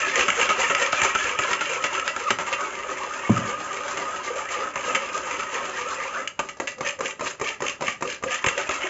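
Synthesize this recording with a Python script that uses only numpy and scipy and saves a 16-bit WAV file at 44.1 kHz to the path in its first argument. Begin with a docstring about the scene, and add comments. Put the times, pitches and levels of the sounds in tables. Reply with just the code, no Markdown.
"""A wire whisk beats eggs and sugar in a hand-held plastic bowl, in a tiled kitchen, 4-5 turns a second.
It starts from side to side: the wires clack on the bowl, rub its wall, grind sugar and churn the batter.
At 2.3 s comes the first of a few squeaks, and from 2.4 s the whisk goes in circles. At 3.3 s the bowl
bumps hard on the steel draining board. From 6.3 s the whisk lifts and plunges, slapping the batter while
its loops tick together. From 8.4 s it beats from side to side again. A phone listens from close by."""
import sys
import numpy as np
from scipy import signal
from scipy.fft import rfft, irfft
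from scipy.io import wavfile
from scipy.ndimage import uniform_filter1d

SR = 44100
rng = np.random.default_rng(int(sys.argv[2]) if len(sys.argv) > 2 else 0)


def wav_record(signal):
    """Record a signal, one row per channel, as 16-bit PCM in the file named by sys.argv[1]."""
    frames = np.transpose(np.atleast_2d(signal))
    bounded = np.clip(frames, -1, 1)
    # unit amplitude maps onto the largest positive 16-bit level
    quanta = np.round(bounded * 32767).astype(np.int16)
    wavfile.write(sys.argv[1], SR, quanta)


N = 392049
TIME = np.arange(N) / SR


def undb(db):
    """Turn decibels into a number to multiply by."""
    return 10 ** (np.asarray(db) / 20)


def unit(x):
    """Scale a signal to an average strength (rms) of 1."""
    return x / np.sqrt(np.mean(x ** 2))


def drift(rate):
    """A smooth random wobble that changes about rate times a second."""
    hold = max(2, int(SR / rate))
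    steps = np.repeat(rng.standard_normal(N // hold + 1), hold)
    return unit(uniform_filter1d(steps, hold)[:N])


def swell(middle_s, length_s, time):
    """A bell-shaped rise and fall, length_s wide at half height."""
    return np.exp(-np.log(2) * np.minimum((2 * (time - middle_s) / length_s) ** 2, 100))


def fade(t, ring_s):
    """A ring dying away: 60 dB quieter after ring_s."""
    return np.exp(-np.log(1000) * t / ring_s)


def ring(force, resonances):
    """Shake an object that favours some pitches, its resonances: pitch_hz, width_hz, level_db."""
    size = 4096
    hz = np.arange(size // 2 + 1) * SR / size
    power = sum(undb(db) ** 2 / (1 + (2 * (hz - f) / width) ** 2) ** 2 for f, width, db in resonances)
    cepstrum = irfft(np.log(power) / 2)
    cepstrum[1:size // 2] *= 2  # folded so the ring comes after the push, never before
    cepstrum[size // 2 + 1:] = 0
    response = irfft(np.exp(rfft(cepstrum)))
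    return signal.fftconvolve(force, response / np.linalg.norm(response))[:N]


def moving_ring(force, pitch_hz, width_hz):
    """Shake a single resonance whose pitch moves."""
    carrier = np.exp(2j * np.pi * np.cumsum(pitch_hz) / SR)
    pole = np.exp(-np.pi * width_hz / SR)
    slow = signal.lfilter([(1 - pole) ** 2], [1, -2 * pole, pole ** 2], force / carrier)
    return np.real(carrier * slow) * np.sqrt(8 * SR / (np.pi * width_hz))


def strike(hits, tones, contact_s):
    """Soft hits set an object's tones ringing; neighbouring tones swing opposite ways."""
    t = np.arange(SR // 2) / SR
    boom = sum((-1) ** k * undb(db) * fade(t, ring_s) * np.sin(2 * np.pi * hz * t)
               for k, (hz, db, ring_s) in enumerate(tones))
    force = np.zeros(N)
    for start, db in hits:
        force[int(start * SR)] = undb(db)
    return signal.fftconvolve(force, boom * (1 - np.exp(-t / contact_s)))[:N]


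def blows(hits, chatter_db=4.5):
    """The force of whisk hits: one wire loop lands and its neighbours chatter after it."""
    force = np.zeros(N + SR)
    t = np.arange(SR // 20) / SR
    for start, db, chatter_s in hits:
        chatter = rng.laplace(size=len(t)) * np.sqrt(t) * np.exp(-t / chatter_s)
        blow = undb(chatter_db) * chatter / np.linalg.norm(chatter)
        blow[0] += 1
        at = int(start * SR)
        force[at:at + len(t)] += undb(db) * blow / np.linalg.norm(blow)
    return force[:N]


def notes(rows, waver, glide):
    """Short wavering notes; each second they rise by glide times their pitch."""
    out = np.zeros(N)
    clock = np.cumsum(1 + waver * drift(300)) / SR
    for middle, length, hz, db in rows:
        near = slice(max(int((middle - .1) * SR), 0), int((middle + .1) * SR))
        t = clock[near] - clock[int(middle * SR)]
        loudness = undb(db) * np.sqrt(2 * swell(middle, length, TIME[near]))
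        out[near] += loudness * np.sin(2 * np.pi * hz * (t + glide * t ** 2 / 2))
    return out


def house_noise(level_db, top_hz):
    """The faint, dull noise of the house."""
    low_band = signal.butter(1, [50, top_hz], "band", fs=SR, output="sos")
    return undb(level_db) * unit(signal.sosfilt(low_band, rng.standard_normal(N)))


# how long the kitchen echoes, from low to high: pitch_hz, ring_s
ECHO_TIMES = [(150, 0.45), (530, 0.32), (1400, 0.27), (3000, 0.25), (7000, 0.23)]
def kitchen(sound, echo_db, build_s):
    """Sound bounces off tiles and steel; the echoes shift as hand and bowl circle."""
    t = np.arange(SR // 2) / SR
    hz = np.arange(len(t) // 2 + 1) * SR / len(t)
    centres_hz, ring_times = np.transpose(ECHO_TIMES)
    angle = 2 * np.pi * np.interp(TIME, np.array(WHISK_TURNS)[:, 0], np.arange(len(WHISK_TURNS)))
    echo = 0
    for facing in np.cos(angle), np.sin(angle):
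        noise, tail = rfft(rng.standard_normal(len(t))), 0
        for share, ring_s in zip(np.eye(len(centres_hz)), ring_times):
            band = irfft(noise * np.interp(hz, centres_hz, share), len(t))
            tail += band * fade(t, ring_s)
        tail *= np.minimum(t / build_s, 1) ** 2
        echo += signal.fftconvolve(sound * facing, tail / np.linalg.norm(tail))[:N]
    echo_gain = undb(echo_db)
    return (sound + echo_gain * echo) / np.sqrt(1 + echo_gain ** 2)


# the bowl jolts in the hand: start_s, level_db
HAND_JOLTS = [(.5, -38), (.93, -28), (1.025, -22), (1.15, -28), (1.24, -29), (1.392, -22.5), (1.84, -35),
              (2.53, -28), (8.462, -13)]
def hand_jolts():
    """The bowl jolts against the hand, which stops the two low tones at once."""
    return strike(HAND_JOLTS, [(68, -0.29, 0.024), (126, -1.1, 0.034)], contact_s=0.0033)


# the bowl meets the draining board: start_s, level_db
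BOARD_BUMPS = [(2.305, -35), (3.294, -10)]
# tones of the board with the bowl on it: pitch_hz, level_db, ring_s
BOARD_TONES = [(106, -5, 0.22), (125, -8, 0.36), (170, -10, 0.32), (212, 1.5, 0.14), (242, -2, 0.17),
               (304, -4.5, 0.12), (420, -4.5, 0.034), (690, -5.5, 0.026), (1026, -8.5, 0.048)]
def board_bumps():
    """The steel draining board booms when the bowl bumps it, first faintly, then hard."""
    return strike(BOARD_BUMPS, BOARD_TONES, contact_s=0.00043)


# squeaks on the plastic: middle_s, length_s, pitch_hz, level_db
WIRE_SQUEAKS = [(2.273, 0.014, 1240, -23.5), (2.287, 0.0046, 1200, -17), (3.372, 0.0061, 1256, -19.5),
                (5.153, 0.0095, 1212, -23)]
def squeaks():
    """A wire sticks and slips on the wall of the bowl."""
    return notes(WIRE_SQUEAKS, waver=0.019, glide=0)


# low gulps, then higher slurps: middle_s, length_s, pitch_hz, level_db
AIR_GULPS = [(.19, 0.027, 492, -19.5), (.388, 0.018, 468, -25.5), (.598, 0.019, 497, -24.5),
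             (.816, 0.023, 520, -26.5), (1.268, 0.017, 514, -30.5), (1.497, 0.013, 487, -30),
             (1.722, 0.034, 507, -30), (4.31, 0.009, 513, -24), (4.365, .03, 519, -26.5),
             (4.62, 0.03, 513, -31), (5.168, 0.02, 537, -28.5), (5.868, 0.012, 522, -27),
             (5.99, 0.0098, 508, -29.5), (6.8, 0.021, 542, -33), (6.998, 0.011, 523, -27.5),
             (7.426, 0.012, 455, -23.5), (7.63, 0.014, 383, -26.5), (7.66, 0.012, 540, -31),
             (8.08, 0.012, 504, -27), (8.58, 0.0064, 522, -20.5)]
BATTER_SLURPS = [(2.615, 0.028, 1310, -28.5), (3.025, 0.032, 1055, -30.5), (4.39, 0.023, 1270, -34),
                 (5.42, 0.036, 1325, -34), (5.56, 0.023, 1940, -37), (5.77, 0.033, 1804, -33),
                 (5.92, 0.028, 1241, -30.5), (6.03, .03, 1970, -32.5), (6.16, 0.028, 1374, -28)]
def gulps_and_slurps():
    """Air scooped under the batter gulps; batter surging round the wall slurps. 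Both rise in pitch."""
    gulps = undb(-2.5) * notes(AIR_GULPS, waver=0.074, glide=3.4)
    return gulps + notes(BATTER_SLURPS, waver=0.085, glide=2)


# the wire loops touch each other: start_s, level_db
LOOP_TICKS = [(6.275, -23), (6.849, -40), (6.872, -31), (6.893, -28), (6.906, -29), (7.067, -31),
              (7.108, -32), (7.274, -28.5), (7.444, -32.5), (7.473, -27), (7.488, -25.5), (7.666, -27),
              (7.682, -23), (7.696, -24), (7.869, -27), (8.075, -31.5), (8.1, -30.5), (8.309, -30),
              (8.329, -30), (8.356, -30)]
# resonances of a tick: pitch_hz, width_hz, level_db
TICK_RESONANCES = [(1830, 400, -4.5), (2230, 330, 0.5), (2720, 500, 0), (3124, 150, -3)]
def loop_ticks(chatter_s):
    """The loops tick together, muffled by batter. Gives the force and its sound."""
    force = undb(25) * blows([(start, db, chatter_s) for start, db in LOOP_TICKS])
    return force, ring(force, TICK_RESONANCES)


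# the whisk lands, often after a lighter touch of its front loop: start_s, level_db
BATTER_SLAPS = [(6.57, -43), (6.6, -21.5), (6.783, -39), (6.808, -23), (6.99, -33), (7.007, -22),
                (7.195, -31), (7.209, -25), (7.398, -31.5), (7.414, -22.5), (7.605, -28.5), (7.621, -21.5),
                (7.809, -26), (7.822, -24.5), (8.009, -34.5), (8.024, -21), (8.226, -34), (8.237, -22.5)]
# resonances of the dent left in the batter: pitch_hz, width_hz, level_db
DENT_RESONANCES = [(245, 210, -8), (493, 340, -1.5), (1020, 390, -4), (1190, 250, 0), (2060, 1540, -8.5)]
def batter_slaps(chatter_s):
    """The lifted whisk slaps back into the batter with a plop. Gives the force and its sound."""
    force = undb(26.5) * blows([(start, db, chatter_s) for start, db in BATTER_SLAPS])
    return force, ring(force, DENT_RESONANCES)


# the hardest knocks on the bowl: start_s, level_db, cushion (0 bare plastic, 1 thick batter), chatter_s
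BOWL_CLACKS = [(0.157, -16, 0, 0.0018), (.193, -16, 0.4, 0.004), (0.208, -20.5, 0, 0.0022),
               (0.282, -18.5, 0.67, 0.0052), (0.302, -18, 0.2, 0.0019), (.397, -25.5, 0.86, 0.0051),
               (0.428, -20.5, 0, 0.0023), (0.491, -18.5, 0.37, 0.0028), (.5, -19.5, 0.75, 0.006),
               (0.633, -24, 0.04, 0.005), (0.7, -21.5, 0.83, 0.007), (0.749, -17.5, 0.35, 0.0018),
               (.811, -27, 0.3, 0.0055), (.862, -23, 0, 0.0016), (0.928, -22.5, 0.83, 0.0044),
               (1.017, -18, 0.5, 0.0011), (1.046, -19.5, 0.82, 0.0071), (1.15, -19.5, 0.86, 0.0045),
               (1.389, -19.5, 0.6, 0.0042), (1.508, -27, 0.83, .008), (1.531, -18.5, 0, 0.0027),
               (1.609, -24, 0.7, 0.0047), (1.84, -18, 0.49, 0.0047), (1.996, -25, 0, 0.0026),
               (2.078, -17, 0.18, 0.0008), (2.163, -28.5, 0.9, .002), (2.305, -14, 0.53, 0.0033),
               (2.387, -22, 0.9, 0.02), (2.528, -20, 0.22, 0.0077), (2.599, -34, 1, 0.008),
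               (4.757, -26.5, 0.9, 0.0037), (4.949, -16.5, 0.32, 0.0072), (6.392, -20.5, 0.84, 0.0045),
               (6.488, -30.5, 0.45, 0.0065), (6.673, -22.5, 0.09, 0.0084), (6.862, -25.5, 0.62, 0.0068),
               (7.057, -23.5, 0.1, 0.0051), (7.26, -28, 0.6, 0.0043), (7.881, -21, 0.54, 0.0032),
               (8.442, -21, 0.82, 0.0019), (8.463, -15, 0.47, 0.0038), (8.485, -17.5, 0.1, 0.0043),
               (8.578, -23, 0.63, 0.002), (8.692, -21.5, 0.82, 0.0014), (8.71, -25, 0.5, 0.0042)]
def clacks():
    """The force of each knock; a cushion of batter shifts it from the wires to the bowl."""
    forces = []
    for bare_db, cushioned_db in (-18, -2), (-15.5, 3.5), (-0.5, -1.5):  # on batter, wall, wires
        forces.append(blows([(start, db + bare_db + cushion * (cushioned_db - bare_db), chatter_s)
                             for start, db, cushion, chatter_s in BOWL_CLACKS]))
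    return undb(28) * np.array(forces)


# the knocked wall's note, lower once batter coats it: time_s, pitch_hz
WALL_NOTE = [(1.2, 1286), (6.3, 1220)]
# tones of the wires after a knock on bare plastic: pitch_hz, level_db, ring_s
WIRE_TONES = [(1660, -8.5, .15), (1960, 3.5, .2), (2250, 0.5, 0.079), (2750, 4.5, 0.2), (2940, -3, .13)]
def after_ring(wall_db, wall_ring_s, wires_db):
    """After a knock the wall rings on if batter cushioned it, the wires if not."""
    wall = np.zeros(N + SR)
    t = np.arange(SR // 2) / SR
    for start, db, cushion, _ in BOWL_CLACKS:
        hz = np.interp(start, *np.transpose(WALL_NOTE))
        note = fade(t, wall_ring_s) * np.sin(2 * np.pi * hz * t)
        at = int(start * SR)
        wall[at:at + len(t)] += undb(db + wall_db) * cushion * note
    bare_hits = [(start, db + wires_db) for start, db, cushion, _ in BOWL_CLACKS if cushion < .5]
    return wall[:N] + strike(bare_hits, WIRE_TONES, contact_s=0.00086)


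# resonances of the sugar's hiss: pitch_hz, width_hz, level_db
SUGAR_RESONANCES = [(4040, 1880, -6.5), (5106, 680, -5), (6240, 800, -0.5), (6720, 990, -0.5),
                    (7420, 650, -0.5)]
def sugar_hiss(force, gain_db, pivot_db, growth):
    """Crystals crunch under the wires; the hiss grows more slowly than the force, and its top flickers."""
    pressure = np.maximum(uniform_filter1d(force ** 2, SR // 50), 1e-9) / undb(pivot_db) ** 2
    crunch = force * pressure ** ((growth - 1) / 2)
    hiss = ring(crunch, SUGAR_RESONANCES)
    dull = signal.sosfiltfilt(signal.butter(4, 5900, fs=SR, output="sos"), hiss)
    tilt = undb(1.5 * drift(30))
    return undb(gain_db) * (dull * tilt + (hiss - dull) / tilt)


def turn_start():
    """For every moment, the time at which the current turn of the whisk began."""
    starts = np.array(WHISK_TURNS)[:, 0]
    return starts[np.maximum(np.searchsorted(starts, TIME, side="right") - 1, 0)]


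def sloshing(start_hz, rise):
    """A pitch that climbs in each turn as the batter is pushed aside, then drops back."""
    pitch_hz = start_hz * np.exp(rise * np.minimum(TIME - turn_start(), .2))
    return uniform_filter1d(pitch_hz, SR // 40) * (1 + 0.025 * drift(25))


# weaker resonances of the bowl's hollow with batter in it: pitch_hz, width_hz, level_db
HOLLOW_RESONANCES = [(68, 56, -14.5), (169, 110, -16), (237.6, 64, -11), (301.4, 75, -9),
                     (386.7, 51.4, -2.5), (592, 60, -7.5), (677, 124, -11)]
def bowl_hollow(force):
    """Churned batter makes the hollow of the bowl ring; its main pitch moves with the sloshing."""
    pitch_hz = sloshing(manner("hollow_hz"), manner("hollow_rise"))
    main = moving_ring(force, pitch_hz, width_hz=77)
    return undb(-2.5) * main + undb(-4.5) * ring(force, HOLLOW_RESONANCES)


# weaker resonances of the plastic wall: pitch_hz, width_hz, level_db
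WALL_RESONANCES = [(884, 42, -13), (960, 340, -8.5), (1100, 160, -6.5), (1582, 276, -10.5)]
def bowl_wall(force):
    """The rubbed and knocked plastic rings; its main pitch moves with the sloshing."""
    pitch_hz = sloshing(manner("wall_hz"), manner("wall_rise"))
    main = moving_ring(force, pitch_hz, width_hz=115)
    return undb(-1.4) * main + undb(-4) * ring(force, WALL_RESONANCES)


# resonances of the whisk's wires on the plastic: pitch_hz, width_hz, level_db
CAGE_RESONANCES = [(1750, 420, -2), (1790, 36, -13.5), (2238, 770, 0.5), (2730, 310, 1), (3037, 350, -4.5),
                   (3374, 260, -10.5)]
def wire_cage(rub, knock):
    """The wires ring, and gaps in the batter open and close between them with a sliding squelch."""
    gaps = [moving_ring(rub, hz * np.exp(0.083 * drift(19)), width_hz=125) for hz in (1800, 2300)]
    squelch = sum(gaps) / np.sqrt(len(gaps))
    return undb(-1.57) * ring(rub + knock, CAGE_RESONANCES) + undb(-7.5) * squelch


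# the air pocket's pitch as a turn starts: time_s, pitch_hz
POCKET_NOTE = [(0, 873), (1.3, 850), (2.5, 930), (3.8, 850), (5.5, 852), (8.5, 934)]
# its resonances: pitch_multiple, width_hz, boost_db
POCKET_RESONANCES = [(0.471, 69.4, -10.5), (0.998, 139, -3.5), (2.15, 307, -17)]
def air_pocket(sound, rise, gain_db):
    """The pocket of air dragged behind the whisk closes in each turn, so its resonances slide up."""
    began = turn_start()
    start_hz = np.interp(began, *np.transpose(POCKET_NOTE))
    pitch_hz = start_hz * np.exp(rise * np.minimum(TIME - began, .25))
    out = sound.copy()
    for multiple, width_hz, db in POCKET_RESONANCES:
        carrier = np.exp(2j * np.pi * np.cumsum(multiple * pitch_hz) / SR)
        pole = np.exp(-np.pi * width_hz / SR)
        slow = signal.lfilter([1 - pole], [1, -pole], sound / carrier)
        out += 2 * undb(db) * np.real(carrier * slow)
    return out * undb(gain_db)


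def bubbles(rate, fade_s, glide, spread_db, low_hz=250, high_hz=3400):
    """Beaten-in air pops in short rising notes, rate of them a second."""
    t = np.arange(SR // 20) / SR
    out = np.zeros(N + len(t))
    for when, pitch, life, size in rng.random((int(rate * N / SR), 4)):
        hz = low_hz + pitch * (high_hz - low_hz)
        life_s = fade_s * (.5 + life) * np.sqrt(high_hz / hz)  # big, low bubbles ring longer
        loudness = (1 - np.exp(-2 * t / life_s)) * np.exp(-t / life_s)
        note = loudness * np.sin(2 * np.pi * hz * (t + glide * t ** 2 / 2))
        at = int(when * N)
        out[at:at + len(t)] += undb(spread_db * size) * note / np.linalg.norm(note)
    return unit(out[:N]) * np.sqrt(2 * (high_hz - low_hz) / SR)  # as strong per hertz as noise of rms 1


def grains(rate, spread_db):
    """Tiny clicks of uneven size at random moments, about rate of them a second."""
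    clicks = (rng.random(N) < rate / SR) * rng.choice([-1, 1], N)
    return unit(clicks * undb(spread_db * np.clip(rng.standard_normal(N), -2, 2)))


def snags(rate, fade_s, spread_db):
    """Pressure that jumps each time a wire catches, then fades; it averages 1."""
    times = np.cumsum(rng.gamma(2, .5 / rate, int(2 * rate * N / SR)))
    at = (times[times < N / SR] * SR).astype(int)
    jumps = np.zeros(N)
    jumps[at] = undb(2 * spread_db * np.clip(rng.standard_normal(len(at)), -2, 2))
    pressure = signal.lfilter([1], [1, -np.exp(-1 / (fade_s * SR))], jumps)
    return pressure / pressure.mean()


# ways to whisk: "beat" (side to side), "circle" (round the wall), "whip" (plunge, scrape, lift). Each has
#   out, back (the two strokes): length_s, batter_db, wall_db, wires_db, sugar_db
#   lag_s: wait until the out stroke peaks; catch: share of force in snags; froth_db: popping air
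#   wall_hz, hollow_hz: main pitches as a turn starts; wall_rise, hollow_rise: relative climb a second
WHISKING_WAYS = { "beat": dict(lag_s=0.028, catch=0.44, froth_db=-1, wall_hz=1270, wall_rise=0.025, hollow_hz=491.4, hollow_rise=0.85, out=(0.08, -35, -28, -29, -27.5),
                 back=(0.0523, -36, -32, -30, -30)),
                 "circle": dict(lag_s=0.033, catch=0.54, froth_db=-5, wall_hz=1162, wall_rise=0.49, hollow_hz=509, hollow_rise=0.4, out=(0.0821, -35, -28.5, -30, -32.5),
                 back=(0.0946, -33.5, -28.5, -33, -32.5)),
                 "whip": dict(lag_s=0.023, catch=0.67, froth_db=0.5, wall_hz=1185, wall_rise=0.38, hollow_hz=521, hollow_rise=0.68, out=(0.0354, -33, -36.5, -43.5, -41),
                 back=(0.063, -43.5, -36.5, -32, -30))}
# the hand changes its way: start_s, way_name
WAY_CHANGES = [(-1, "beat"), (2.4, "circle"), (6.3, "whip"), (8.4, "beat")]
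def manner(key):
    """One setting of the hand's way of whisking, for every moment."""
    since, names = zip(*WAY_CHANGES)
    values = np.array([WHISKING_WAYS[name][key] for name in names])
    return values[np.searchsorted(since, TIME, side="right") - 1]


# turns of the whisk, each a stroke out and a stroke back: start_s, back_delay_s, out_db, back_db
WHISK_TURNS = [(-0.06, 0.15, 6, 2), (0.169, 0.13, 4.5, 2), (0.378, 0.14, 4, 1.5), (0.594, 0.11, 4, 3.5),
               (0.799, 0.17, 2.5, 3), (1.03, 0.16, 2.5, -0.5), (1.251, 0.17, 1.5, 1.5),
               (1.478, 0.16, 0.5, 0), (1.699, 0.15, -0.5, 1.5), (1.93, 0.15, 1, 1), (2.176, 0.13, -3, 0.5),
               (2.472, 0.17, -0.5, -0.5), (2.737, 0.17, -3, -1), (2.993, 0.16, -2, -1.5),
               (3.233, 0.14, -1, -0.5), (3.466, 0.17, 0, 0), (3.716, 0.17, 0, 0), (3.973, 0.17, 0.5, -1),
               (4.243, 0.15, -1, -2), (4.505, 0.12, -0.5, 1), (4.78, 0.14, -2.5, 1.5),
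               (5.014, 0.16, -3, -2), (5.259, 0.14, 0, -1), (5.524, 0.15, 0.5, 0),
               (5.759, 0.15, -1.5, -1.5), (6.004, 0.17, -0.5, -1), (6.392, 0.085, -5.5, -14),
               (6.6, 0.1, -2, -12.5), (6.808, 0.072, -2, -0.5), (7.007, 0.067, -4.5, 0.5),
               (7.21, 0.06, 1, 0.5), (7.414, 0.067, -1, 1), (7.618, 0.062, 2.5, 1.5),
               (7.809, 0.083, -0.5, -2.5), (8.023, 0.076, 0.5, -0.5), (8.235, 0.094, 1, 3.5),
               (8.463, 0.14, -4, 1.5), (8.709, 0.14, -2, 0)]
# wires and sugar get louder or softer as the whisk rides higher or deeper: time_s, level_db
RIDE_LEVELS = [(0, 2.5), (1.5, 2), (2.1, -2), (2.8, 0), (3.5, -1.5), (4.4, 0), (4.9, 1), (6, 1),
               (6.6, -1.5), (8.8, 1.5)]
# the wires drag through a patch of undissolved sugar: middle_s, length_s, level_db
SUGAR_SCRAPES = [(0.418, 0.046, -28), (0.61, 0.024, -18), (0.817, .05, -29.5), (0.928, .008, -15.5),
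                 (1.044, .02, -16), (1.235, 0.015, -23), (2.925, 0.023, -36), (3.482, 0.032, -27.5),
                 (3.913, 0.04, -28), (4.254, 0.024, -28), (4.527, 0.03, -25.5), (4.878, 0.04, -29),
                 (5.157, 0.031, -28.5), (5.79, 0.029, -30), (5.923, 0.036, -28.5), (6.881, 0.028, -28)]
def strokes(uneven_db, linger, grip, scrape_wires_db):
    """Power on batter, wall, wires and sugar: two swells a turn, no two quite alike."""
    coarse = TIME[::64]
    chance = rng.standard_normal((len(WHISK_TURNS), 2, 4))
    stretch = np.array([linger, linger, 1, grip])[:, None]  # batter and wall last longest, sugar least
    power = 0
    for (start, back_s, out_db, back_db), luck in zip(WHISK_TURNS, chance):
        way = [WHISKING_WAYS[name] for since, name in WAY_CHANGES if since <= start][-1]
        both = (way["lag_s"], out_db, way["out"]), (back_s, back_db, way["back"])
        for (delay, db, (length, *parts_db)), scatter in zip(both, luck):
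            gains = undb(db + np.array(parts_db) + uneven_db * scatter)
            power += gains[:, None] ** 2 * swell(start + delay, length * stretch, coarse)
    power[2:] *= undb(np.interp(coarse, *np.transpose(RIDE_LEVELS))) ** 2
    for middle, length, db in SUGAR_SCRAPES:
        power[2:] += undb([[db + scrape_wires_db], [db]]) ** 2 * swell(middle, length, coarse)
    return [np.interp(TIME, coarse, row) for row in power]


def whisking():
    """Forces on batter, wall, wires and sugar as the loops drag and catch in grit and froth."""
    power = strokes(uneven_db=1.12, linger=1.047, grip=0.81, scrape_wires_db=-10.5)
    pressure = snags(rate=110, fade_s=0.0036, spread_db=5)
    froth = bubbles(rate=360, fade_s=0.0031, glide=3.97, spread_db=14) * undb(manner("froth_db"))
    catch = manner("catch")
    soft, hard = (np.sqrt(1 - share + share * pressure) for share in (0.46 * catch, catch))
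    batter = grains(rate=2000, spread_db=2) * soft * undb(-3) + froth * undb(-0.5)
    wall = grains(rate=2400, spread_db=2.5) * soft * undb(-3.5) + froth * undb(-2)
    grit = grains(rate=5000, spread_db=3.5) * hard * undb(-0.98)
    wires = grit + froth * undb(-2)
    return np.sqrt(power) * [batter, wall, wires, grit]


def scene():
    """The whisk's forces ring the bowl, and the kitchen answers; both ears hear the same."""
    batter_rub, wall_rub, wire_rub, grinding = whisking()
    batter_knock, wall_knock, wire_knock = clacks()
    slap_force, plops = batter_slaps(chatter_s=0.0035)
    tick_force, ticks = loop_ticks(chatter_s=0.0018)
    bowl = bowl_hollow(batter_rub + batter_knock) + bowl_wall(wall_rub + wall_knock)
    bowl += wire_cage(wire_rub, wire_knock) + plops
    bowl = air_pocket(bowl, rise=3.55, gain_db=-2)
    bowl += gulps_and_slurps() + ticks + after_ring(wall_db=-2.5, wall_ring_s=0.12, wires_db=-15)
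    crushing = grinding + undb(-2) * wire_knock + undb(-4.5) * slap_force + undb(-1) * tick_force
    hiss = sugar_hiss(crushing, gain_db=-6, pivot_db=-36, growth=0.75)
    sound = kitchen(bowl, echo_db=-8, build_s=0.0055) + kitchen(hiss, echo_db=-7, build_s=0.00072)
    sound += kitchen(squeaks() + board_bumps(), echo_db=-13, build_s=0.021)
    sound += hand_jolts() + house_noise(level_db=-56, top_hz=400)
    return np.tile(sound, (2, 1))


def record(dry, bass_hz=38, top_hz=7540):
    """The phone thins the deepest bass and cuts the highest sounds steeply."""
    thinned = signal.sosfilt(signal.butter(2, bass_hz, "high", fs=SR, output="sos"), dry)
    return signal.sosfilt(signal.ellip(14, .1, 85, top_hz, fs=SR, output="sos"), thinned)


dry = scene()
out = record(dry)
wav_record(out)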